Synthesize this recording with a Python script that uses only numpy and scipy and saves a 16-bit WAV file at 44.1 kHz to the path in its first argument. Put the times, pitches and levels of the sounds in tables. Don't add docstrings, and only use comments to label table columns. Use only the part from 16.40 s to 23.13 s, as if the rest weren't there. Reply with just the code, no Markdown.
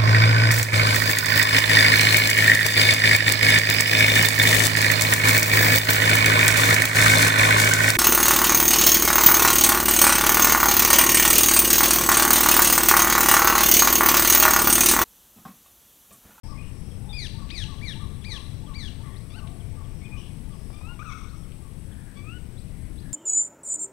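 import sys
import numpy as np
from scipy import signal
from scipy.fft import rfft, irfft, next_fast_len
from scipy.io import wavfile
from scipy.ndimage import uniform_filter1d

SR = 44100
rng = np.random.default_rng(int(sys.argv[2]) if len(sys.argv) > 2 else 0)


def transcribe(u):
    v = np.clip(np.atleast_2d(u).T, -1, 1)
    q = np.round(v * 32767).astype(np.int16)
    wavfile.write(sys.argv[1], SR, q)


N = 296793
T = np.arange(N) / SR
TREBLE_LIMIT_HZ = 15800

# frequency in Hz, level in dB (all levels are relative).
AIR_SPECTRUM = [(20, -4), (45, -2), (75, 1), (120, -1.5), (200, -9), (320, -18), (500, -26), (800, -32.5),
                (1400, -39.5), (2400, -37.5), (4000, -44.5), (5500, -48), (7000, -51), (10000, -52.5),
                (15000, -76)]
# time in seconds, level in dB.
AIR_LEVELS = [(0, -37), (4, -38), (4.8, -40), (6.73, -39)]
# frequency in Hz, level in dB.
CIRCUIT_SPECTRUM = [(30, -1), (120, -10.5), (300, -15.5), (700, -20), (1500, -24), (4000, -27.5),
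                    (8000, -31.5), (14000, -37.5)]
# frequency in Hz, seconds it takes to fade by 60 dB.
ECHO_TIMES = [(1100, 0.96), (2400, 0.64), (3700, 0.81), (6000, 0.84), (10000, 0.64)]
# frequency in Hz, width in Hz, level in dB.
WING_RESONANCES = [(10340, 510, -7.5), (10500, 240, -14), (10770, 110, -4.5), (11080, 250, -8)]
# start and length in seconds, top pitch in Hz, level in dB.
FAR_WHISTLES = [(.15, 0.035, 2200, -58), (0.176, 0.044, 2480, -51.5), (3.613, 0.033, 2235, -54.5),
                (3.64, 0.045, 2480, -52), (3.716, 0.052, 2480, -50), (3.768, .055, 3020, -55.5)]
# start and length in seconds, frequency and width in Hz, level in dB.
FAR_RASPS = [(0, 0.15, 5230, 905, -59.5), (.202, 0.1, 2680, 690, -59.5), (.6, 0.13, 800, 157, -58.5),
             (2.597, .23, 1920, 382, -62), (2.853, 0.41, 700, 130, -63), (3.752, 0.16, 3070, 900, -59),
             (3.759, 0.082, 5530, 1000, -63), (4.059, 0.4, 5170, 1000, -69.5),
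             (4.46, 0.08, 950, 200, -57.5), (3.198, 0.13, 2290, 200, -66.5), (5.419, 0.41, 1660, 380, -64),
             (6.27, 0.26, 2070, 603, -68), (6.599, 0.18, 1700, 350, -63)]
# frequency in Hz, width in Hz, level in dB.
FAR_CHATTER = [(5480, 760, -77.5)]
# seconds from the onset, pitch in Hz, level in dB.
BARBET_NOTE = [(-.008, 1080, -6), (.005, 1190, -3), (0.038, 1121, .5), (.06, 1060, -4)]
# start in seconds, level in dB.
LONE_NOTES = [(0.091, -49.5), (5.222, -61)]
# start in seconds, level in dB.
CHIPS = [(.506, -58), (1.377, -56), (1.814, -55), (2.26, -55.5), (2.73, -59), (3.196, -57.5), (3.437, -59),
         (3.647, -58), (4.121, -59.5), (4.354, -62), (4.582, -62), (5.028, -62.5), (5.512, -61)]
# start in seconds, level in dB.
TWEETS = [(2.752, -56.5), (4.877, -60), (6.165, -57), (6.571, -56)]
# time in seconds, pitch in Hz, level in dB.
SQUEAK = [(.69, 3580, -51), (0.711, 3700, -47.5), (0.729, 3430, -50), (.745, 3400, -54)]
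# start in seconds, level in dB, decay in seconds, frequency and width in Hz.
KNOCKS = [(1.09, -47, 0.019, 3000, 1934), (3.071, -47, 0.0078, 3050, 1890),
          (3.615, -58, 0.0089, 2650, 1487), (4.301, -41.5, 0.0045, 600, 1300),
          (4.411, -45.5, 0.007, 860, 600), (5.118, -49.5, 0.0074, 3020, 1880)]
WHINES = [(2.896, 0.11, .082, 1.9, 1145, 1555, -54, -53, -63, -64.5),
          (4.319, 0.233, 0.2, 2.1, 1185, 1426, -54.5, -54.5, -70.5, -80),
          (5.755, .233, .225, 1.3, 1137, 1473, -54, -50.5, -65.5, -96)]
# frequency in Hz, gain in dB.
HALF_CLOSED_BEAK = [(1500, -8), (2800, 17), (3600, 5), (4700, -0.5), (5200, -4), (5800, -6), (6400, -20),
                    (7300, -29), (15000, -34)]
# time in seconds, pitch in Hz, level in dB.
YELP_HALVES = [
    [(4.593, 1182, -44.5), (4.615, 1262, -44.5), (4.629, 1486, -42)],
    [(4.645, 1470, -48), (4.665, 1306, -45), (4.685, 1276, -45.5), (4.716, 1065, -48.5), (4.735, 1131, -66)],
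]
# frequency in Hz, gain in dB.
YELP_THROAT = [(1500, -14), (2800, -9), (3600, 5.5), (4000, -3), (4800, -16), (5800, 4), (6450, -2.5),
               (7100, -20), (15000, -34)]
SQUAWKS = [(.731, 0.14, 2353, 2457, 0.04, 0.92, -42.5, 4, -49.5),
           (1.102, 0.14, 1149, 2560, 0.035, 1.5, -41, 0, -48),
           (1.411, .129, 1451, 2385, .034, 1.39, -40.5, -18, -52.5),
           (1.841, .139, 1200, 2448, .04, 1.45, -42, -4, -50),
           (2.337, .152, 1202, 2360, .04, 1.7, -46, -2, -54)]
# frequency in Hz, gain in dB.
LOW_THROAT = [(1350, -25), (1600, -18), (1750, -7.5), (2000, -8), (2400, -2.5), (3300, -1), (3700, -2.5),
              (3930, 5.5), (4200, -3), (4650, -1), (4900, -10), (5200, -18)]
# frequency in Hz, gain in dB.
OPEN_BEAK = [(3000, -10), (3500, 5), (4600, -7), (5800, -0.5), (6500, -8.5), (7200, -16), (8300, -15.5),
             (9700, -13.5), (11000, -34), (15000, -32)]
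# frequency in Hz, gain in dB.
SQUAWK_HISS = [(1500, -18), (2600, -25), (3700, 10), (5000, 2), (6300, 0), (7200, -13), (8700, -1.5),
               (10000, -3), (11500, -19.5), (15500, -21)]


def gain_of(db):
    return 10 ** (np.asarray(db) / 20)


def evened(x):
    return x / np.sqrt(np.mean(x ** 2) + 1e-20)


def read(points, hz):
    f, value = np.transpose(points)
    return np.interp(np.log(hz + 1), np.log(f + 1), value)


def add(mix, start, sound):
    part = mix[max(round(start * SR), 0):][:len(sound)]
    part += sound[:len(part)]


def band(size, hz, width):
    padded = next_fast_len(size, real=True)
    f = np.fft.rfftfreq(padded, 1 / SR)
    falloff = (1 + ((f - hz) / (0.63 * width)) ** 2) ** 1.32
    return evened(irfft(rfft(rng.standard_normal(padded)) / falloff, padded)[:size])


def coloured(x, spectrum):
    gains = gain_of(read(spectrum, np.fft.rfftfreq(len(x), 1 / SR)))
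    return evened(irfft(rfft(x) * gains, len(x)))


def fade(t, edge):
    return np.clip(np.minimum(t - t[0], t[-1] - t) / edge, 0, 1)


def whistle(rows, jitter):
    times, hz, db = np.transpose(rows)
    t = np.arange(times[0], times[-1], 1 / SR)
    pitch = np.interp(t, times, hz) * (1 + jitter * band(len(t), 0, 360))
    tone = np.sqrt(2) * np.sin(2 * np.pi * np.cumsum(pitch) / SR)
    return gain_of(np.interp(t, times, db)) * tone * fade(t, 0.0026)


def glide(length, first_hz, last_hz, db, edge_db, jitter):
    middle = (length / 2, (first_hz + last_hz) / 2, db)
    return whistle([(0, first_hz, db + edge_db), middle, (length, last_hz, db + edge_db)], jitter)


def air():
    hz, _, frames = signal.stft(rng.standard_normal(N), SR, nperseg=4096, noverlap=3072)
    patches = uniform_filter1d(rng.standard_normal(frames.shape), 12, axis=0)
    patches = evened(uniform_filter1d(patches, 6, axis=1))
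    frames *= gain_of(read(AIR_SPECTRUM, hz)[:, None] + 1.19 * patches)
    wash = evened(signal.istft(frames, SR, nperseg=4096, noverlap=3072)[1][:N])
    engine_hz = 32.5 + 1.026 * band(N, 0, 3.31)
    throb = np.sin(2 * np.pi * np.cumsum(engine_hz) / SR) * (1 + 0.2 * band(N, 0, 3.2))
    return gain_of(np.interp(T, *np.transpose(AIR_LEVELS))) * wash + gain_of(-44.5) * throb


def insects(first_burst_s=0.2, burst_every_s=1.195, burst_s=.735):
    chorus = gain_of(-64) * band(N, 8220, 570) + gain_of(-73) * band(N, 8240, 90)
    chorus *= gain_of(0.72 * band(N, 0, 25))
    starts = np.arange(first_burst_s, T[-1], burst_every_s)
    bursts = sum(np.clip(np.minimum(T - s, s + burst_s - T) / 0.1 + .5, 0, 1) for s in starts)
    stroke_hz = 156.8 + 0.62 * band(N, 0, 1.84)
    strokes = 1 + 0.54 * np.cos(2 * np.pi * np.cumsum(stroke_hz) / SR)
    wings = evened(sum(gain_of(db) * band(N, hz, width) for hz, width, db in WING_RESONANCES))
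    return chorus + gain_of(-67) * bursts * wings * strokes + gain_of(-69) * band(N, 10800, 820)


def grove(x, tail_db, early_db, early_s, delay_s):
    t = T[:SR]
    bounces = rng.standard_normal(SR) * gain_of(4 * rng.standard_normal(SR))
    bounces *= (rng.random(SR) < 900 / SR) * (t > delay_s)
    hz, frame_s, frames = signal.stft(bounces, SR, nperseg=256)
    frames *= gain_of(-60 * frame_s / read(ECHO_TIMES, hz)[:, None])
    tail = signal.istft(frames, SR, nperseg=256)[1][:SR]
    near = rng.standard_normal(SR) * (rng.random(SR) < 500 / SR) * (t > .003) * np.exp(-t / early_s)
    echo = gain_of(tail_db) * tail / np.linalg.norm(tail)
    echo += gain_of(early_db) * near / np.linalg.norm(near)
    return x + signal.fftconvolve(x, echo)[:N]


def far_birds():
    out = np.zeros(N)
    for start, length, hz, db in FAR_WHISTLES:
        edge = (0.959 * hz, db - 3)
        add(out, start, whistle([(0, *edge), (length / 2, hz, db), (length, *edge)], jitter=.02))
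    for start, length, hz, width, db in FAR_RASPS:
        size = round(length * SR)
        add(out, start, gain_of(db) * band(size, hz, width) * signal.windows.tukey(size, .5))
    for hz, width, db in FAR_CHATTER:
        out += gain_of(db + 4 * band(N, 0, 3.1)) * band(N, hz, width)
    return out


def barbet(count=10, start_s=.99, first_gap_s=.298, slowing_s=.016, steady_gap_s=.366):
    gaps = np.minimum(first_gap_s + slowing_s * np.arange(count - 1), steady_gap_s)
    starts = start_s + np.r_[0, np.cumsum(gaps)]
    levels_db = -51 - 7.5 * np.linspace(0, 1, count) ** 3
    out = np.zeros(N)
    for start, db in [*zip(starts, levels_db), *LONE_NOTES]:
        lead_in = glide(0.037, first_hz=884, last_hz=884, db=db - 3.5, edge_db=-6, jitter=0.027)
        add(out, start - .05, lead_in)
        add(out, start + BARBET_NOTE[0][0], gain_of(db) * whistle(BARBET_NOTE, jitter=0.019))
    return out


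def nest_sounds():
    out = np.zeros(N)
    for start, db in CHIPS:
        add(out, start, glide(.025, first_hz=3590, last_hz=2947, db=db, edge_db=-10.5, jitter=.03))
    for start, db in TWEETS:
        add(out, start, glide(.038, first_hz=3200, last_hz=4770, db=db, edge_db=-10.5, jitter=.04))
    add(out, SQUEAK[0][0], whistle(SQUEAK, jitter=.012))
    t = T[:2048]
    for start, db, decay, hz, width in KNOCKS:
        add(out, start, gain_of(db) * band(len(t), hz, width) * np.exp(-t / decay) * fade(t, 0.0021))
    return out


def syrinx(calls, overtone_colour, hiss_colour, hoarse, hiss_db, shimmer):
    out = np.zeros(N)
    for rows in calls:
        times, *columns = np.transpose(rows)
        t = np.arange(times[0] - .002, times[-1] + .002, 1 / SR)
        hz, base_db, octave_db, upper_db = (np.interp(t, times, column) for column in columns)
        slack = np.clip((1 - hz / hz.max()) / .25, .2, 1)
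        flutter = hoarse * slack * band(len(t), 0, 1400)
        phase = 2 * np.pi * np.cumsum(hz * (1 + flutter)) / SR
        tone = gain_of(base_db) * np.sin(phase) + gain_of(octave_db) * np.sin(2 * phase)
        for k in range(3, 10):
            strength = gain_of(upper_db + read(overtone_colour, k * hz)) * (k * hz < TREBLE_LIMIT_HZ)
            tone += strength * np.sin(k * phase)
        tone *= np.sqrt(2) * (1 + shimmer * slack * band(len(t), 0, 310))
        hiss = coloured(rng.standard_normal(len(t)) * (1 + np.cos(phase)), hiss_colour)
        hiss *= gain_of(upper_db + hiss_db) * np.sqrt(slack)
        attack = 1 - np.exp((t[0] - t) / 0.0017)
        add(out, t[0], (tone + hiss) * fade(t, 0.00088) * attack)
    return out


def uneven_breath_db(t):
    return 1.83 * band(len(t), 0, 74)


def whine(start, length, crest, lateness, low_hz, crest_hz, db, ring_db, first_upper_db, top_upper_db):
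    t = np.arange(0, length, 1 / SR)
    climb = np.sin(np.pi / 2 * (t / crest) ** lateness) ** 2
    hz = (low_hz + (crest_hz - low_hz) * climb) * (1 + 0.0082 * band(len(t), 0, 54))
    breath = -10 * (1 - fade(t, 0.012)) + uneven_breath_db(t)
    base = db - 7 * (1 - climb)
    ring = 1 / (1 + ((2 * hz - 2705) / 240) ** 2)
    octave = ring_db - 11.5 * (1 - ring)
    upper = first_upper_db + (top_upper_db - first_upper_db) * np.sqrt(climb)
    return np.column_stack([start + t, hz, base + breath, octave + breath, upper + breath])


def yelp_half(rows, pure_above_hz=1270, harsher_db_per_s=85):
    times, hz, db = np.transpose(rows)
    octave = -51.5 - .09 * np.maximum(hz - pure_above_hz, 0)
    elapsed = times - YELP_HALVES[0][0][0]
    return np.column_stack([times, hz, db, octave, -73 + harsher_db_per_s * elapsed])


def squawk(start, length, first_hz, top_hz, hold, curve, db, bright_db, upper_db):
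    leap_s, sag_to_hz, drop_s, drop_hz = .007, 1586, .012, 229
    t = np.arange(0, length, 1 / SR)
    tension = np.clip((length - t) / (length - hold), 0, 1) ** curve
    leap = (first_hz - top_hz) * np.exp(-t / leap_s)
    drop = np.clip(1 - (length - t) / drop_s, 0, 1)
    hz = sag_to_hz + (top_hz - sag_to_hz) * tension + leap - drop_hz * drop
    hz *= 1 + 0.0049 * np.sqrt(1 - tension) * band(len(t), 0, 150)
    breath = -2.5 * np.exp(-t / 0.0087) + 0.5 * drop + uneven_breath_db(t)
    base = db + read(LOW_THROAT, hz)
    octave = db + read(LOW_THROAT, 2 * hz) + bright_db * tension ** 3
    upper = upper_db - 8 * tension ** 6 - 5.5 * (1 - tension) ** 3
    return np.column_stack([start + t, hz, base + breath, octave + breath, upper + breath])


def scene():
    squawks = syrinx([squawk(*row) for row in SQUAWKS], OPEN_BEAK, SQUAWK_HISS,
                     hoarse=.028, hiss_db=0.5, shimmer=0.21)
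    yelp = syrinx([yelp_half(rows) for rows in YELP_HALVES], YELP_THROAT, YELP_THROAT,
                  hoarse=.026, hiss_db=4.5, shimmer=0.37)
    whines = syrinx([whine(*row) for row in WHINES], HALF_CLOSED_BEAK, HALF_CLOSED_BEAK,
                    hoarse=.018, hiss_db=-2, shimmer=0.28)
    mix = insects() + air()
    mix += grove(squawks, tail_db=-7, early_db=-9.5, early_s=.04, delay_s=.015)
    mix += grove(yelp, tail_db=-2, early_db=-7, early_s=.066, delay_s=.046)
    mix += grove(whines, tail_db=-21, early_db=-7, early_s=.048, delay_s=.022)
    mix += grove(nest_sounds(), tail_db=-8, early_db=-7.5, early_s=.055, delay_s=.022)
    mix += grove(barbet(), tail_db=-6, early_db=-6.5, early_s=.029, delay_s=.046)
    mix += gain_of(-0.5) * grove(far_birds(), tail_db=-5.5, early_db=-6.5, early_s=.061, delay_s=.022)
    mix += gain_of(-66.5) * rng.standard_normal(N)
    circuit = np.array([coloured(rng.standard_normal(N), CIRCUIT_SPECTRUM) for channel in range(2)])
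    return mix * gain_of([[5.3], [-17.5]]) + gain_of(-59) * circuit


def record(dry):
    fade_in = np.clip((T - .033) / .004, 0, 1)
    low_pass = signal.firwin(511, TREBLE_LIMIT_HZ, window=("kaiser", 9), fs=SR)
    return signal.oaconvolve(dry * fade_in, low_pass[None], "same")


dry = scene()
out = record(dry)
transcribe(out)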